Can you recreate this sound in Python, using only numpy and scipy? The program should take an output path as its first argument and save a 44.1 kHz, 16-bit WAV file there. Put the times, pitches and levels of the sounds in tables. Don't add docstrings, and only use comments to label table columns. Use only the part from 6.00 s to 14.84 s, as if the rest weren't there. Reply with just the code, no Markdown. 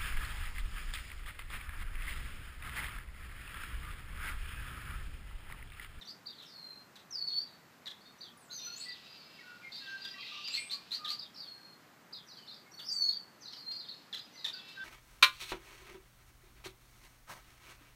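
import sys
import numpy as np
from scipy import signal
from scipy.fft import rfft, irfft, next_fast_len
from scipy.io import wavfile
from scipy.ndimage import uniform_filter1d

SR = 44100
rng = np.random.default_rng(int(sys.argv[2]) if len(sys.argv) > 2 else 0)


def persist_wave(psi):
    counts = np.round(np.clip(psi, -1, 1) * 32767).astype(np.int16)
    wavfile.write(sys.argv[1], SR, np.atleast_2d(counts).T)


def elevation(decibels):
    levels = np.asarray(decibels, float)
    return 10 ** (levels / 20)


N = 389844

# (multiple of the pitch [1], level [dB])
WHISTLE_OVERTONES = [(1, -0.5), (2, -34), (3, -36)]
# (multiple of the pitch [1], level [dB])
CHIRP_OVERTONES = [(1, 5.5), (2, -39), (3, -27)]
# (multiple of the pitch [1], level [dB])
HARSH_PARTIALS = [(1, 4.5), (1.751, -24.5), (2.7, -23), (3.3, -32)]


def rms_one(x):
    return x / np.sqrt(np.mean(x ** 2) + 1e-20)


def slow_chance(count, rate_hz):
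    pole = np.exp(-2 * np.pi * rate_hz / SR)
    settling = 4000
    white = rng.standard_normal(count + settling)
    return rms_one(signal.lfilter([1], [1, -2 * pole, pole * pole], white)[settling:])


def coloured_noise(spectrum):
    size = next_fast_len(N)
    hz = np.maximum(np.arange(size // 2 + 1) * SR / size, 1)
    point_hz, point_db = np.array(spectrum).T
    level_db = np.interp(np.log(hz), np.log(point_hz), point_db, left=-90, right=-90)
    return rms_one(irfft(rfft(rng.standard_normal(size)) * elevation(level_db), size)[:N])


def sing(note, tones, jitter, jitter_hz, rasp_db=-90, rasp_low_hz=2400, slide_rough=1.1, flicker_db=3.0):
    s, pitch_hz, level_db = np.transpose(note)
    t = np.arange(s[0], s[-1], 1 / SR)
    pitch_hz = np.interp(t, s, pitch_hz)
    level_db = np.interp(t, s, level_db)

    sliding = uniform_filter1d(np.abs(np.gradient(np.log(pitch_hz))) * SR, size=600)
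    unsteady = jitter * (1 + slide_rough * np.minimum(sliding, 3.0))
    sung_hz = pitch_hz * (1 + unsteady * slow_chance(len(t), jitter_hz))
    phase = 2 * np.pi * np.cumsum(sung_hz) / SR
    voice = sum(elevation(db) * np.sqrt(2) * np.sin(k * phase + k * k) for k, db in tones)

    rasp_band = signal.butter(1, [rasp_low_hz, 4800], "band", fs=SR)
    rasp = signal.lfilter(*rasp_band, rng.standard_normal(len(t)))
    effort_db = .45 * (level_db + 40)
    voice = voice + elevation(rasp_db + effort_db) * rasp

    flutter_db = flicker_db * slow_chance(len(t), 77)
    flutter_db = flutter_db - flutter_db.mean()
    fade_s = np.clip(.04 * (s[-1] - s[0]), .0006, .006)
    fade = np.clip(np.minimum(t - s[0], s[-1] - t) / fade_s, 0, 1)
    return voice * elevation(level_db + flutter_db) * fade


def garden(early_db, tail_db, t60):
    t = np.arange(int(.9 * SR)) / SR
    sparse = rng.standard_normal(len(t)) * (rng.random(len(t)) < 800 / SR)
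    wall_s, wall_spread_s = .036, .002
    wall = 1 + 2.2 * np.exp(-.5 * ((t - wall_s) / wall_spread_s) ** 2)
    early = sparse * wall * (t > .004) * elevation(-60 * np.maximum(t - .04, 0) / 0.13)
    tail = rng.standard_normal(len(t)) * np.minimum(t / 0.0039, 1) * elevation(-60 * t / t60)
    echoes = elevation(early_db) * early / np.linalg.norm(early)
    echoes = echoes + elevation(tail_db) * tail / np.linalg.norm(tail)
    echoes = signal.lfilter([.85], [1, -.15], echoes)
    echoes[0] = 1
    return echoes / np.linalg.norm(echoes)


def add(out, s, sound, echoes):
    start = int(s * SR)
    heard = signal.fftconvolve(sound, echoes)
    heard = heard * np.linalg.norm(sound) / np.linalg.norm(heard)
    heard = heard[:N - start]
    out[start:start + len(heard)] += heard


def chorus(notes, tones, jitter, jitter_hz, early_db, tail_db, t60, rasp_db=-90, slide_rough=1.27, flicker_db=3.5):
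    out = np.zeros(N)
    for note in notes:
        voice = sing(note, tones, jitter, jitter_hz, rasp_db, slide_rough=slide_rough, flicker_db=flicker_db)
        add(out, note[0][0], voice, garden(early_db, tail_db, t60))
    return out


def arch(share, peak_share, rise_db, fall_db):
    peak = np.clip(peak_share, .05, .95)
    before = np.maximum(1 - share / peak, 0)
    after = np.maximum((share - peak) / (1 - peak), 0)
    return rise_db * before ** 2 + fall_db * after ** 2


def glides(rows, bend, peak_share, rise_db, fall_db):
    share = np.linspace(0, 1, 24)
    left = (np.exp(-bend * share) - np.exp(-bend)) / (1 - np.exp(-bend))
    loss_db = arch(share, peak_share, rise_db, fall_db)
    notes = []
    for s, length, first_hz, last_hz, db in rows:
        pitch_hz = last_hz + (first_hz - last_hz) * left
        notes.append(np.c_[s + length * share, pitch_hz, db - loss_db])
    return notes


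def air():
    # (frequency [Hz], density [dB per Hz])
    air_colour = [(25, -32), (42, -20), (60, -15), (150, 0.5), (230, 0), (480, -6), (1300, -5), (2000, -8),
                  (3200, -18), (4900, -20.5), (5700, -19.5), (8500, -19.5), (12000, -22), (15300, -23)]
    return elevation(-60.5) * coloured_noise(air_colour)


def flock():
    # (time [s], level [dB])
    flock_loudness = [
        (0.0, -79.5),
        (2.56, -78),
        (2.6, -61),
        (3.1, -65),
        (3.599, -69),
        (4.36, -60.5),
        (6.202, -81.5),
        (6.872, -82),
        (8.84, -65),
    ]
    # (frequency [Hz], density [dB per Hz])
    flock_colour = [(2400, -2.5), (3300, -4), (4300, -2.5), (5000, -3), (5700, -13.5), (8500, -26)]
    s, loud_db = np.transpose(flock_loudness)
    band = coloured_noise(flock_colour)
    drift_db = 1.3 * slow_chance(N, 14.0)
    return band * elevation(np.interp(np.arange(N) / SR, s, loud_db) + 4.5 + drift_db)


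def strands():
    # (time [s], length [s], first pitch [Hz], last pitch [Hz], level [dB])
    held_rows = [(2.046, .065, 4250, 4380, -62), (2.041, .07, 3550, 3750, -64),
                 (2.546, .06, 4850, 4800, -57), (3.201, .18, 5020, 4970, -65),
                 (1.371, .06, 5600, 5560, -63), (1.281, .04, 5950, 6000, -68),
                 (1.266, .03, 4950, 4900, -55), (4.231, .06, 3820, 3780, -55),
                 (4.031, .12, 5500, 5600, -66), (4.331, .15, 2800, 2760, -55),
                 (7.821, .07, 4150, 4500, -60), (8.171, .06, 4950, 4950, -57),
                 (8.576, .035, 3480, 3400, -54), (6.42, .04, 3000, 2970, -62)]
    notes = glides(held_rows, bend=1.5, peak_share=.45, rise_db=4, fall_db=4)
    return chorus(notes, WHISTLE_OVERTONES, .006, 140, early_db=-3, tail_db=-6, t60=.25)


def far_slurs():
    # (time [s], length [s], settled pitch [Hz], level [dB], loudest moment [0-1])
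    slur_rows = [
        (.47, 0.35, 4150, -50.5, 0.62),
        (5.34, 0.41, 4270, -50, 0.07),
        (7.52, 0.15, 4170, -49, 0.46),
    ]
    # (multiple of the pitch [1], level [dB])
    far_overtones = [(1, -1.5), (2, -26.5), (3, -26.5)]
    first_hz, settle_s = 5500, 0.045
    ramp_s, ramp_db = 0.011, 3
    share = np.linspace(0, 1, 60)
    notes = []
    for s, length, held_hz, db, peak_share in slur_rows:
        t = length * share
        pitch_hz = held_hz + (first_hz - held_hz) * np.exp(-t / settle_s)
        attack_loss_db = ramp_db * np.maximum(1 - t / ramp_s, 0)
        release_loss_db = ramp_db * np.maximum(1 - (length - t) / ramp_s, 0)
        effort_loss_db = arch(share, peak_share, rise_db=9, fall_db=11)
        notes.append(np.c_[s + t, pitch_hz, db - attack_loss_db - release_loss_db - effort_loss_db])
    return chorus(notes, far_overtones, 0.0029, 153, early_db=1, tail_db=-6, t60=0.3,
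                  slide_rough=8.44, flicker_db=3.4)


def far_flutes():
    # (time [s], length [s], mean pitch [Hz], level [dB])
    flute_rows = [(2.486, 0.035, 1455, -63), (2.66, 0.069, 1405, -61), (2.846, 0.089, 1971, -53),
                  (3.385, 0.021, 2200, -57.5), (3.406, 0.022, 1907, -58.5), (3.426, 0.12, 1457, -57),
                  (3.612, 0.047, 2366, -59), (3.629, 0.068, 2126, -53), (4.15, 0.067, 1146, -61),
                  (4.3, 0.11, 1195, -59.5), (4.139, 0.018, 1950, -54), (4.226, 0.014, 2050, -51.5),
                  (4.566, 0.068, 2400, -48.5), (4.57, 0.028, 2150, -43.5), (4.699, 0.097, 1136, -63),
                  (4.978, 0.165, 1218, -54.5), (5.547, 0.093, 1590, -70), (6.66, 0.027, 2170, -64),
                  (8.333, 0.087, 2047, -67.5), (8.531, 0.069, 1505, -61), (8.755, 0.21, 1536, -49.5),
                  (2.3, 0.068, 1167, -70.5), (3.59, 0.047, 1430, -63)]
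    sag_per_s = 0.27
    rows = []
    for s, length, hz, db in flute_rows:
        half_sag = .5 * sag_per_s * length
        rows.append((s, length, hz * (1 + half_sag), hz * (1 - half_sag), db))
    notes = glides(rows, bend=0.18, peak_share=0.27, rise_db=17.5, fall_db=8.0)
    return chorus(notes, [(1, 4.5), (2, -19.0)], 0.00056, 45, early_db=-1.0, tail_db=-8.5, t60=0.82)


def near_flute():
    # (time [s], pitch [Hz], level [dB])
    flute_curve = [
        (3.802, 1650, -68),
        (3.824, 1637, -56),
        (3.848, 1598, -62),
        (3.886, 1578, -45.5),
        (3.956, 1580, -42),
        (3.98, 1565, -46.5),
        (4.025, 1590, -74),
        (4.052, 1585, -53),
        (4.12, 1590, -73),
    ]
    return chorus([flute_curve], [(1, 0), (2, -36)], 0.00074, 45, early_db=-11, tail_db=-10.5, t60=0.9,
                  flicker_db=1.3)


def nasal_buzzes():
    # (time [s], length [s], first pulse rate [Hz], last pulse rate [Hz], level [dB])
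    buzz_rows = [
        (2.65, 0.93, 380.7, 386.1, -67),
        (3.8, 0.64, 385, 391.5, -60.5),
        (8.54, 0.295, 376.8, 386.3, -61.5),
    ]
    # (multiple of the pulse rate [1], level [dB])
    throat = [(5, -9.5), (6, -9.5), (7, 1.5), (8, -6), (9, -10.5), (10, -2), (11, -3), (12, -5.5), (13, -9),
              (14, -11.5)]
    notes = glides(buzz_rows, bend=0.23, peak_share=0.11, rise_db=0, fall_db=3.5)
    return chorus(notes, throat, 0.0025, 25, early_db=-5, tail_db=-3, t60=0.6, rasp_db=5, flicker_db=2.6)


def harsh_trill():
    # (time [s], centre pitch [Hz], level [dB])
    trill_curve = [
        (4.17, 2493, -53),
        (4.22, 2488, -59.5),
        (4.3, 2662, -56),
        (4.36, 2778, -56),
        (4.46, 2877, -55),
        (4.55, 2760, -51.5),
        (4.6, 2500, -79),
    ]
    # (multiple of the pitch [1], level [dB])
    trill_partials = [(0.999, 4), (1.3, 2), (1.6, -2.5), (2.002, -9)]
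    return chorus([trill_curve], trill_partials, .04, 162, early_db=14.0, tail_db=15, t60=0.45)


def harsh_chirps():
    # (time [s], length [s], first pitch [Hz], last pitch [Hz], level [dB])
    harsh_rows = [(1.275, 0.069, 4170, 3370, -58.5), (1.46, 0.04, 4320, 3800, -66),
                  (7.51, 0.056, 5500, 4700, -63), (.455, 0.06, 5570, 4800, -64),
                  (.34, 0.1, 4460, 3540, -61), (3.715, 0.079, 4250, 4960, -52),
                  (3.72, 0.078, 3624, 3750, -56.5), (3.73, 0.1, 3910, 4400, -56.5),
                  (4.23, 0.084, 4610, 3490, -57), (6.37, 0.024, 4320, 4630, -55.5),
                  (7.93, 0.022, 3950, 4940, -60), (8.67, 0.024, 4140, 3510, -59.5)]
    notes = glides(harsh_rows, bend=0.355, peak_share=0.72, rise_db=2, fall_db=1.0)
    return chorus(notes, HARSH_PARTIALS, 0.0099, 420, early_db=-4.5, tail_db=-1.0, t60=0.64, rasp_db=5.0)


def zips():
    # (time [s], length [s], first pitch [Hz], last pitch [Hz], level [dB])
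    zip_rows = [
        (0.068, 0.012, 3680, 4770, -49.5),
        (2.496, 0.029, 3530, 4660, -52.5),
        (2.802, 0.015, 3730, 4530, -50),
        (4.527, 0.02, 3600, 4465, -41),
        (4.697, 0.022, 3500, 4520, -42),
        (4.908, .02, 3540, 4530, -40),
        (5.075, .02, 3680, 4530, -40),
        (6.502, 0.014, 4040, 4800, -60),
    ]
    stroke_s, pitch_step, loss_db = .015, 1.04, 0.5
    strokes = []
    for s, length, first_hz, last_hz, db in zip_rows:
        for k in range(3):
            higher = pitch_step ** k
            strokes.append((s + k * stroke_s, length, first_hz * higher, last_hz * higher, db - k * loss_db))
    notes = glides(strokes, bend=0.29, peak_share=0.75, rise_db=10, fall_db=2.5)
    return chorus(notes, HARSH_PARTIALS, 0.0043, 360, early_db=-17.0, tail_db=3.0, t60=0.2,
                  rasp_db=2, flicker_db=4.5)


def chirps():
    # (time [s], length [s], first pitch [Hz], last pitch [Hz], level [dB])
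    chirp_rows = [(8.326, .03, 5850, 6050, -66), (2.006, .035, 4300, 4900, -68),
                  (2.571, .05, 3900, 3620, -57), (3.081, .09, 4900, 4750, -63),
                  (3.171, .06, 4550, 4450, -64), (4.206, .007, 5150, 4400, -48),
                  (4.217, .008, 4800, 3750, -50), (6.266, .03, 5950, 5700, -65),
                  (7.406, .035, 6250, 5750, -63), (7.717, .02, 4750, 4840, -50),
                  (7.761, .016, 4750, 4660, -50), (7.861, .02, 4600, 5200, -63),
                  (6.456, .02, 4700, 5400, -68), (8.791, .04, 3450, 3550, -62),
                  (5.044, .011, 4800, 3200, -46), (5.054, .011, 4300, 3300, -46),
                  (.051, .01, 5600, 5900, -62), (6.541, .012, 3350, 3850, -63),
                  (6.561, .02, 4750, 4600, -62), (2.181, .04, 5900, 6100, -71),
                  (6.713, .02, 5500, 5850, -63), (7.516, .025, 3700, 3050, -61),
                  (2.52, .025, 4300, 4400, -54)]
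    notes = glides(chirp_rows, bend=1.4, peak_share=0.5, rise_db=3, fall_db=2.5)
    return chorus(notes, CHIRP_OVERTONES, 0.0046, 170, early_db=-4.0, tail_db=2.5, t60=0.37)


def finches():
    # (time after start [s], pitch [Hz], level [dB])
    finch_curve = [(0, 3700, -1), (.006, 4680, 3), (.014, 4850, 8), (.021, 4300, 4), (.03, 3750, -1),
                   (.044, 3680, -4.5), (.052, 3750, -6.5), (.075, 3330, -6.5), (.09, 3200, -10)]
    # (time [s], level [dB])
    finch_calls = [
        (0.257, -55.5),
        (2.206, -56.5),
        (2.882, -55),
        (5.183, -54.5),
        (5.391, -58),
        (6.123, -55),
        (7.071, -57),
        (7.783, -56.5),
        (8.177, -66),
        (8.527, -56.5),
    ]
    notes = []
    for s, db in finch_calls:
        pitch = 1 + 0.0156 * rng.standard_normal()
        notes.append(np.array(finch_curve) * [1, pitch, 1] + [s, 0, db])
    return chorus(notes, CHIRP_OVERTONES, 0.0063, 254, early_db=-3, tail_db=-5, t60=0.25)


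def sweeps():
    # (time [s], length [s], first pitch [Hz], last pitch [Hz], level [dB])
    sweep_rows = [
        (6.276, .053, 5700, 3900, -60),
        (7.413, .072, 5850, 3720, -58),
        (8.353, .058, 5250, 3720, -60),
        (6.34, .07, 3800, 3050, -71),
    ]
    # (time [s], length [s], first pitch [Hz], last pitch [Hz], level [dB])
    drop_rows = [
        (6.306, .035, 5300, 4350, -59),
        (7.453, .036, 5300, 4150, -54),
        (8.383, .034, 5150, 4000, -56),
    ]
    # (time after start [s], pitch [Hz], level [dB])
    hook_voices = [
        [(0, 3340, 0), (.008, 3920, -3), (.02, 4205, 2.5), (.032, 3910, -8.5), (.047, 3580, 0)],
        [(.004, 4430, 1), (.018, 4355, -4), (.036, 4230, -8)],
    ]
    # (time [s], level [dB])
    hook_calls = [
        (6.473, -55),
        (7.883, -52.5),
    ]
    notes = glides(sweep_rows, bend=2.1, peak_share=0.42, rise_db=14, fall_db=0)
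    notes += glides(drop_rows, bend=-0.576, peak_share=.72, rise_db=18, fall_db=0)
    for s, db in hook_calls:
        for voice in hook_voices:
            notes.append(np.array(voice) + [s, 0, db])
    return chorus(notes, CHIRP_OVERTONES, 0.0021, 150, early_db=-16.5, tail_db=-1, t60=0.37, flicker_db=4.5)


def chucks():
    # (time after start [s], pitch [Hz], level [dB])
    chuck_curve = [(0, 2210, 11.5), (.003, 1863, 4), (.009, 1890, 8), (0.015, 1700, 5.5),
                   (.022, 1500, -6.5)]
    # (time [s], level [dB], pitch factor [1], rasp [dB])
    chuck_calls = [(.012, -46.5, 1.014, -19), (0.401, -53, 0.97, -14), (0.424, -55, 0.89, 3),
                   (0.956, -52, 1.03, -1), (1.858, -45.5, 1.01, -16), (1.867, -39.5, 1.03, -16),
                   (3.86, -50, 0.94, -23), (4.042, -42.5, .98, -13), (4.476, -41, 1.25, -14.5),
                   (5.047, -37.5, 0.96, -19), (6.791, -44.5, 0.94, -12), (7.712, -55.5, 0.97, 4.5),
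                   (8.128, -38, 0.94, -35), (8.14, -41, 1.06, -11), (8.444, -32.5, .97, -26),
                   (8.454, -46, 0.98, -0.5), (7.526, -48.5, 1.14, -13), (8.685, -55.5, 1.1, 5)]
    # (multiple of the pitch [1], level [dB])
    chuck_overtones = [(1, -22.5), (2, -7.5), (3, -27), (4, -36), (5, -45), (6, -38)]
    out = np.zeros(N)
    for s, db, pitch, rasp_db in chuck_calls:
        note = np.array(chuck_curve) * [1, pitch, 1] + [s, 0, db]
        echoes = garden(early_db=-2.5, tail_db=-6.5, t60=.4)
        add(out, s, sing(note, chuck_overtones, 0.0091, 460, rasp_db, rasp_low_hz=875), echoes)
    return out


def rises():
    # (time [s], length [s], first pitch [Hz], last pitch [Hz], level [dB])
    rise_rows = [
        (2.58, 0.31, 4087, 4386, -48.5),
        (4.0, 0.13, 4650, 4815, -47.5),
        (4.44, 0.054, 4560, 4910, -41.5),
        (4.5, 0.22, 7210, 8270, -49),
        (4.57, 0.081, 7740, 9100, -51.5),
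        (3.86, 0.11, 5870, 6360, -70),
        (7.662, 0.12, 4136, 4265, -39.5),
    ]
    notes = glides(rise_rows, bend=2.7, peak_share=0.51, rise_db=5.5, fall_db=14)
    return chorus(notes, WHISTLE_OVERTONES, 0.0015, 82.0, early_db=-2, tail_db=-9, t60=0.6,
                  slide_rough=4.1, flicker_db=3.0)


def climbs_and_dip():
    # (time [s], pitch [Hz], level [dB])
    climb_curves = [
        [(6.73, 4460, -55.5), (6.82, 4473, -54.5), (6.87, 5310, -52), (6.912, 6160, -52), (6.925, 7450, -52),
         (6.94, 8070, -51), (6.965, 8200, -56)],
        [(6.97, 5870, -50), (7.015, 6030, -61), (7.05, 6620, -54.5), (7.11, 6710, -71)],
    ]
    # (time [s], pitch [Hz], level [dB])
    dip_curves = [
        [(2.37, 9830, -56), (2.42, 8330, -69), (2.47, 6900, -74), (2.5, 6450, -68)],
        [(2.5, 6420, -65), (2.525, 6440, -54), (2.55, 6150, -51), (2.575, 6010, -47), (2.612, 5700, -56),
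         (2.632, 6020, -50), (2.67, 6025, -49), (2.69, 6050, -61)],
        [(2.695, 5760, -60), (2.73, 6200, -59), (2.758, 6300, -55), (2.77, 7000, -54), (2.79, 7730, -50),
         (2.86, 9100, -65)],
    ]
    # (multiple of the pitch [1], level [dB])
    bright_overtones = [(1, 2), (2, -15), (3, -16)]
    return chorus(climb_curves + dip_curves, bright_overtones, 0.00318, 97, early_db=-1.0, tail_db=-4.5, t60=0.31,
                  slide_rough=1.53)


def near_slurs():
    # (time [s], pitch [Hz], level [dB])
    slur_curves = [
        [(1.104, 6300, -50), (1.13, 5380, -43.5), (1.165, 4800, -40.5), (1.21, 4450, -40), (1.25, 4415, -39),
         (1.262, 4420, -42)],
        [(1.268, 4500, -36), (1.3, 4400, -39), (1.322, 4270, -36), (1.352, 4450, -38), (1.37, 4470, -33),
         (1.41, 4530, -37), (1.428, 4680, -41), (1.445, 4700, -56)],
        [(6.85, 6080, -57), (6.88, 5140, -42.5), (6.91, 4713, -35.5), (6.95, 4620, -39), (7.0, 4500, -35),
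         (7.05, 4370, -29.5), (7.11, 4323, -34.5), (7.15, 4620, -42), (7.18, 4500, -44)],
    ]
    return chorus(slur_curves, WHISTLE_OVERTONES, 0.0025, 72.7, early_db=-8, tail_db=-14, t60=0.45,
                  slide_rough=4.0, flicker_db=3.8)


def scene():
    background = air() + flock() + strands() + far_slurs()
    low_voices = far_flutes() + near_flute() + nasal_buzzes()
    rough_voices = harsh_trill() + harsh_chirps() + zips()
    short_calls = chirps() + finches() + sweeps() + chucks()
    whistles = rises() + climbs_and_dip() + near_slurs()
    return (background + low_voices + rough_voices + short_calls + whistles)[None]


def roll_off(x):
    return signal.sosfilt(signal.butter(12, 15570, fs=SR, output="sos"), x)


def record(dry):
    dip_hz, dip_width_hz, dip_share = 9470, 2870, 0.57
    shaded_band = signal.lfilter(*signal.iirpeak(dip_hz, dip_hz / dip_width_hz, fs=SR), dry)
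    shaded = dry - dip_share * shaded_band
    low_pass = signal.ellip(12, .5, 70, 15290, fs=SR, output="sos")
    mix = signal.sosfilt(low_pass, shaded)
    return roll_off(mix)


dry = scene()
out = record(dry)
persist_wave(out)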